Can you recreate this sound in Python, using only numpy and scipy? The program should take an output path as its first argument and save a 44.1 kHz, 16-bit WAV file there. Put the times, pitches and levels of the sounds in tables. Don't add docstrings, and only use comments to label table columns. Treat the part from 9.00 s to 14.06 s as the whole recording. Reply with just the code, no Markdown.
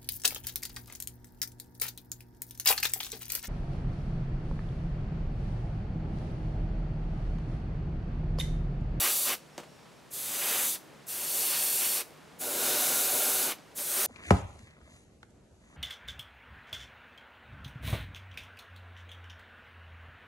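import sys
import numpy as np
from scipy import signal
from scipy.fft import rfft, irfft, next_fast_len
from scipy.io import wavfile
from scipy.ndimage import uniform_filter1d

SR = 44100
rng = np.random.default_rng(int(sys.argv[2]) if len(sys.argv) > 2 else 0)


def persist_wave(psi):
    counts = np.round(np.clip(psi, -1, 1) * 32767).astype(np.int16)
    wavfile.write(sys.argv[1], SR, np.atleast_2d(counts).T)


def boost(x):
    u = np.asarray(x, float) / 20
    return 10 ** u


N = 223229
TIME = np.arange(N) / SR
SIZE = next_fast_len(N + SR // 2)
FREQ = np.maximum(np.fft.rfftfreq(SIZE, 1 / SR), 1)


def unit(x):
    return x / np.sqrt(np.mean(x ** 2))


def shape_db(points):
    hz, db = np.transpose(points)
    return np.interp(np.log(FREQ), np.log(hz), db)


def bell(s, length):
    return np.exp(-4 * np.log(2) * ((TIME - s) / length) ** 2)


def humps_db(table):
    return sum(db * np.exp(-4 * np.log(2) * ((FREQ - hz) / width) ** 2) for hz, width, db in table)


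def colour(x, db):
    return irfft(rfft(x, SIZE) * boost(db), SIZE)[..., :N]


def walk(rate):
    hold = max(int(SR / rate), 1)
    steps = np.repeat(rng.standard_normal(N // hold + 1), hold)
    slewed = uniform_filter1d(uniform_filter1d(steps, hold), hold)
    return unit(slewed[:N])


def widen(mid, other, side_db):
    side = colour(other, side_db)
    return np.array([mid + side, mid - side])


def eddies(colour_db, flutter_db, spit_db):
    air = rng.standard_normal(N) * boost(spit_db * walk(1500))
    return unit(unit(colour(air, colour_db)) * boost(flutter_db * walk(18)))


# (frequency [Hz], density [dB per Hz])
ROOM = [(25, -29), (64, -10.5), (100, -8), (150, -1.5), (490, -4), (2900, -15), (8000, -23), (16000, -34.5)]
# (centre [Hz], width [Hz], gain [dB])
HUM = [(72, 16, 4), (132, 10, 5), (155, 9, 8), (11070, 110, 10)]
# (frequency [Hz], side minus mid [dB])
ROOM_SIDE = [(60, -3), (110, -9), (380, -3.5), (1290, -9), (2380, -9.5), (8120, -12), (15000, -19)]
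ROOM_DB = -55


def room():
    mid, swell, noise = 0, walk(1.18), rng.standard_normal((2, N))
    spectrum_db = shape_db(ROOM) + humps_db(HUM)
    for octave in range(-1, 9):
        band_db = -12 * (np.log2(FREQ / 62.5) - octave) ** 2
        level_db = 1.0 * swell + 0.6 * walk(3.6)
        mid = mid + colour(noise, spectrum_db + band_db) * boost(level_db)
    mid = mid * boost(ROOM_DB) / np.std(mid[0])
    return widen(mid[0], mid[1], shape_db(ROOM_SIDE))


# (start [s], length [s], level [dB])
WHINE = [
    (.4, .04, -71),
    (.515, .045, -69.5),
    (.68, .17, -70),
    (.85, .15, -77),
]
WHINE_HZ, WHINE_FADE_DB_PER_S = 5561, 29


def whine():
    gain = 0
    for s, length, db in WHINE:
        running = (TIME > s) * (TIME < s + length)
        gain = gain + running * boost(db - WHINE_FADE_DB_PER_S * np.clip(TIME - s, 0, 1))
    return np.sqrt(2) * uniform_filter1d(gain, size=400) * np.sin(2 * np.pi * WHINE_HZ * TIME)


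# (time [s], length [s], level [dB])
RUSTLES = [
    (0.873, 0.085, -64),
    (3.176, 0.11, -68),
    (4.6, .08, -63),
]
# (frequency [Hz], density [dB per Hz])
CLOTH = [(150, -47), (500, 6), (1200, 12), (2200, -16), (2850, 0), (3600, -13), (9000, -32)]
RUSTLE_BED_DB = -83.5


def rustle():
    gain = boost(RUSTLE_BED_DB) + sum(boost(db) * bell(s, length) for s, length, db in RUSTLES)
    return gain * eddies(shape_db(CLOTH), flutter_db=5.5, spit_db=3.0)


# (time [s], crack peak [dB], thud level [dB], crack frequency [Hz])
TICKS = [
    (.5797, -25.5, -39.5, 7000),
    (.5965, -44, -55, 4200),
    (.632, -66, -53, 3000),
    (1.83, -52, -60, 9000),
    (1.925, -64, -59, 2500),
    (3.106, -49, -60, 5000),
    (4.585, -43, -53, 5000),
    (4.713, -58, -58, 8700),
]
# (frequency [Hz], level [dB])
THUD = [(100, -38), (220, -2), (500, 0), (900, -4), (2200, -11), (5000, -17), (8000, -21), (13000, -30)]
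# (frequency [Hz], level [dB], decay time t60 [s])
BENCH = [(326, -3, .04), (520, -5, .05), (775, -4, .04), (1550, -8, .025), (2200, -2, .022),
         (2700, -9, .015)]


def ticks():
    out, t = np.zeros(N + SR), np.arange(SR // 5) / SR
    rattle = np.append(eddies(shape_db(THUD), flutter_db=.3, spit_db=1.5), np.zeros(SR))
    swing = sum(boost(db - 60 * t / t60) * np.sin(2 * np.pi * f * t) for f, db, t60 in BENCH)
    swing = swing * (1 - np.exp(-t / 0.0015))
    for s, crack_db, thud_db, hz in TICKS:
        at = slice(int(s * SR), int(s * SR) + len(t))
        crack = np.sin(2 * np.pi * hz * t) - .8 * np.sin(2 * np.pi * .62 * hz * t)
        out[at] += boost(crack_db + 2.5) * crack * boost(-60 * t * hz / 8)
        out[at] += boost(thud_db + 4.5) * swing
        out[at] += boost(thud_db + .6) * boost(-60 * t / 0.13) * rattle[at]
    return out[:N]


CRACK_S, CRACK_DB, AIR_ONLY_DB, WAIT_S = 0.01, -18.5, -7, 0.064
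EASE_S, EASE_DB, SNAP_S, SNAP_DB, LEAK_S, LEAK_DB = 0.056, -6, 0.021, -22, 0.057, -44.5


def valve_db(opens, full, shuts, ease_share, leak_db, rise_s):
    risen = opens + rise_s
    snapped = shuts + SNAP_S
    leaked = snapped + LEAK_S
    s = [opens - CRACK_S, opens, risen, risen + WAIT_S, full,
         shuts - EASE_S, shuts, snapped, leaked, leaked + .15]
    db = [-42, CRACK_DB, AIR_ONLY_DB, AIR_ONLY_DB + 0.33, 0,
          0, EASE_DB * ease_share, SNAP_DB, LEAK_DB + leak_db, LEAK_DB + leak_db - 20]
    return np.interp(TIME, s, db, -200, -200)


# (frequency [Hz], density [dB per Hz])
HISS = [(2000, -72), (4500, -22), (6500, -1.5), (8500, 0.5), (11000, 2), (13500, 1.5), (15800, -3.5)]
SHEAR = [(1000, -70), (2300, -40), (3400, -1.5), (4700, -2), (6100, -1.5), (8000, -23)]
SCRUB = [(300, -58), (800, -2), (1200, -1), (2000, -0.5), (3200, -0.5), (4400, -19.5)]
BUFFET = [(50, -70), (120, -13.5), (190, -17.5), (260, -5.5), (550, 1), (950, -7.5), (1500, -18.5)]
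# (centre [Hz], width [Hz], gain [dB])
PALM = [(246.5, 54, 7), (338, 19, 4.5), (378.5, 31, 7), (594, 130, 3), (756, 51, 8)]


def jet_parts():
    return np.array([eddies(shape_db(HISS), flutter_db=0.65, spit_db=0.5),
                     eddies(shape_db(SHEAR), flutter_db=0.3, spit_db=0.0),
                     eddies(shape_db(SCRUB), flutter_db=0.5, spit_db=1.0),
                     eddies(shape_db(BUFFET) + humps_db(PALM), flutter_db=0.5, spit_db=-0.8)])


# (time [s], length [s], shear gain [dB], scrub gain [dB], buffet gain [dB])
SWEEPS = [(0.057, .1, 4.5, 12, 9), (0.192, 0.19, -1.2, -3.5, -1.5), (0.307, 0.081, 2.5, 13, 10.5),
          (1.478, .3, 1, 8.5, 4.5), (1.582, 0.087, 0, 2, 3.5), (1.722, .06, 0.5, -5, -6),
          (2.2, 0.085, -1.5, 3.5, 4), (2.548, 0.099, 3, 4, 1), (2.84, 0.073, 1.5, 3.5, -1.5),
          (3.0, 0.041, 1.5, 2.5, 3), (3.45, 0.42, -1, 0.5, 6), (3.72, 0.31, 1.7, 0.6, 0),
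          (4.16, 0.078, 0.5, -1.8, 4), (4.565, .06, 5, 8, 7), (4.788, 0.091, 0.8, 2.2, 6),
          (5.002, 0.13, 0.5, 4, 4.5)]


def sweep_gains_db():
    return sum(np.outer(gain_db, bell(s, length)) for s, length, *gain_db in SWEEPS)


RIPPLE_DEPTH = 1.22


def pose_colour(jet, pose, shift, depth, bright_db):
    humps = humps_db([(hz * (1 + shift), width, db) for hz, width, db in pose])
    top = np.clip(np.log2(FREQ / 8000) * 2, 0, 1)
    return colour(jet, RIPPLE_DEPTH * depth * humps + bright_db * top)


# (valve opens [s], paint at full flow [s], valve shuts [s], hiss level [dB], palm nearness [dB])
PULLS = [
    (-.4, -.02, 0.34, -28.5, -2),
    (1.111, 1.485, 1.753, -30, 0),
    (2.069, 2.415, 3.01, -29.5, 1),
    (3.393, 3.702, 4.516, -28.5, 7.5),
    (4.755, 5, 5.193, -28.5, 2),
]
# (top octave [dB], drift of the humps as the part turns [%],
# depth of the humps at first [0-1], leak after shutting [dB], rush of the first air [s])
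AIMS = [
    (.5, .3, 1.1, -5, .024),
    (.7, .3, 1, 8, 0.031),
    (0, -1.1, 0.8, 11.5, 0.021),
    (0, -0.16, 1, -4, 0.019),
    (0, .1, 0.65, 0, 0.022),
]
# (centre [Hz], width [Hz], gain [dB])
POSE_1 = [(1160, 200, 3.5), (2970, 1100, 3.5), (3230, 170, -6.5), (4660, 370, 2), (5300, 450, -2),
          (6100, 160, 2), (6540, 500, -2.5), (8100, 250, 0.5), (8500, 200, -3), (10000, 600, 1.5)]
POSE_2 = [(2900, 520, 1.5), (3640, 190, 2), (4930, 150, 2.5), (5470, 600, -3), (6100, 200, 3.5),
          (6900, 170, 2.5), (8150, 420, 3), (9300, 600, -1), (10050, 250, 4), (11400, 170, 3),
          (14100, 170, -3)]
POSE_3 = [(2730, 580, 4), (4000, 140, -1), (4430, 200, 5.5), (6660, 400, -3.5), (7850, 400, -2.5),
          (8730, 220, 5), (10860, 170, 4), (11500, 170, 4), (12100, 250, 2.1), (12700, 300, -3),
          (13740, 550, 2)]
POSE_4 = [(1443, 170, 5), (1910, 280, -3.5), (3290, 210, -5), (3870, 1050, 2), (6440, 320, 1.5),
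          (9300, 370, -3), (10140, 290, 5), (11090, 170, 0), (12120, 250, 4.5), (13300, 600, -3),
          (14810, 370, 1)]
POSE_5 = [(1390, 190, 3.5), (6030, 110, 4), (7410, 800, -2.5), (8800, 800, 3.5), (9600, 250, 0),
          (11200, 170, 4), (12000, 250, 4), (12830, 110, 3.4), (13260, 370, -3.4)]
ON_PART_DB, EASE_SHARE, LAG_S = (-10.5, -16, -19), (0.76, 0.12, .1), (0.0051, 0.0057, 0.011)
LINGER_S = 0.0075
PALM_SHARE = 0.63


def spray():
    parts = jet_parts()
    shear_db, scrub_db, buffet_db = sweep_gains_db()
    out = np.zeros(N)
    poses = [POSE_1, POSE_2, POSE_3, POSE_4, POSE_5]
    for (opens, full, shuts, hiss_db, palm_db), pose, aim in zip(PULLS, poses, AIMS):
        bright_db, drift, depth, *valve = aim
        flow_db = valve_db(opens, full, shuts, 0.98, *valve)
        contact_db = [shear_db, scrub_db + PALM_SHARE * palm_db, buffet_db + palm_db]
        on_part = [valve_db(opens + lag_s, full, shuts + LINGER_S, share, *valve) + db + more
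                   for db, share, more, lag_s in zip(ON_PART_DB, EASE_SHARE, contact_db, LAG_S)]
        jet = np.sum(boost(hiss_db + np.array([flow_db, *on_part])) * parts, axis=0)
        aimed = np.clip(1.76 + flow_db / 9 + 0.21 * walk(10), 0, 1)
        out += jet * (1 - aimed)
        heard_from = max(opens, 0)
        turned = np.clip(3 * (TIME - heard_from) / (shuts - heard_from) - .9, 0, 1)
        out += pose_colour(jet * aimed * (1 - turned), pose, -drift / 200, depth, bright_db)
        out += pose_colour(jet * aimed * turned, pose, drift / 200, 1, bright_db)
    return out


ECHO_T60_S = 0.12
LATE_T60_S, LATE_DB, LATE_TOP_HZ = 0.43, -15.5, 7000


def echoes(x):
    t = np.arange(SR // 2) / SR
    early, late = rng.standard_normal((2, 2, len(t)))
    late = signal.sosfilt(signal.butter(2, LATE_TOP_HZ, fs=SR, output="sos"), late)
    early = early * boost(-60 * t / ECHO_T60_S)
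    late = late * boost(LATE_DB - 60 * t / LATE_T60_S)
    tail = (early + late) * (t > .004)
    tail = tail / np.sqrt(np.sum(tail ** 2, axis=1, keepdims=True))
    return irfft(rfft(x, SIZE) * rfft(tail, SIZE), SIZE)[:, :N]


# (frequency [Hz], side minus mid [dB])
JET_SIDE = [(300, -57), (2000, -29.5), (5000, -21), (9000, -20.5), (12500, -17), (15500, -18)]
ECHO_DB = -12


def scene():
    near = spray() + ticks() + rustle()
    wet, other = echoes(near)
    return widen(near + boost(ECHO_DB) * wet, other, shape_db(JET_SIDE)) + room() + whine()


def top_cut(x):
    return signal.sosfilt(signal.butter(12, 17010, fs=SR, output="sos"), x)


# (frequency [Hz], left minus right [dB])
LEFT_DB = [(4000, 0), (9000, .3), (15000, .4)]
TOP_HZ = 15650


def record(dry):
    top_db = -np.clip((FREQ - TOP_HZ) / 200, 0, 2) ** 2 * 20
    balance_db = np.outer([.5, -.5], shape_db(LEFT_DB))
    return top_cut(colour(dry, top_db + balance_db))


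dry = scene()
out = record(dry)
persist_wave(out)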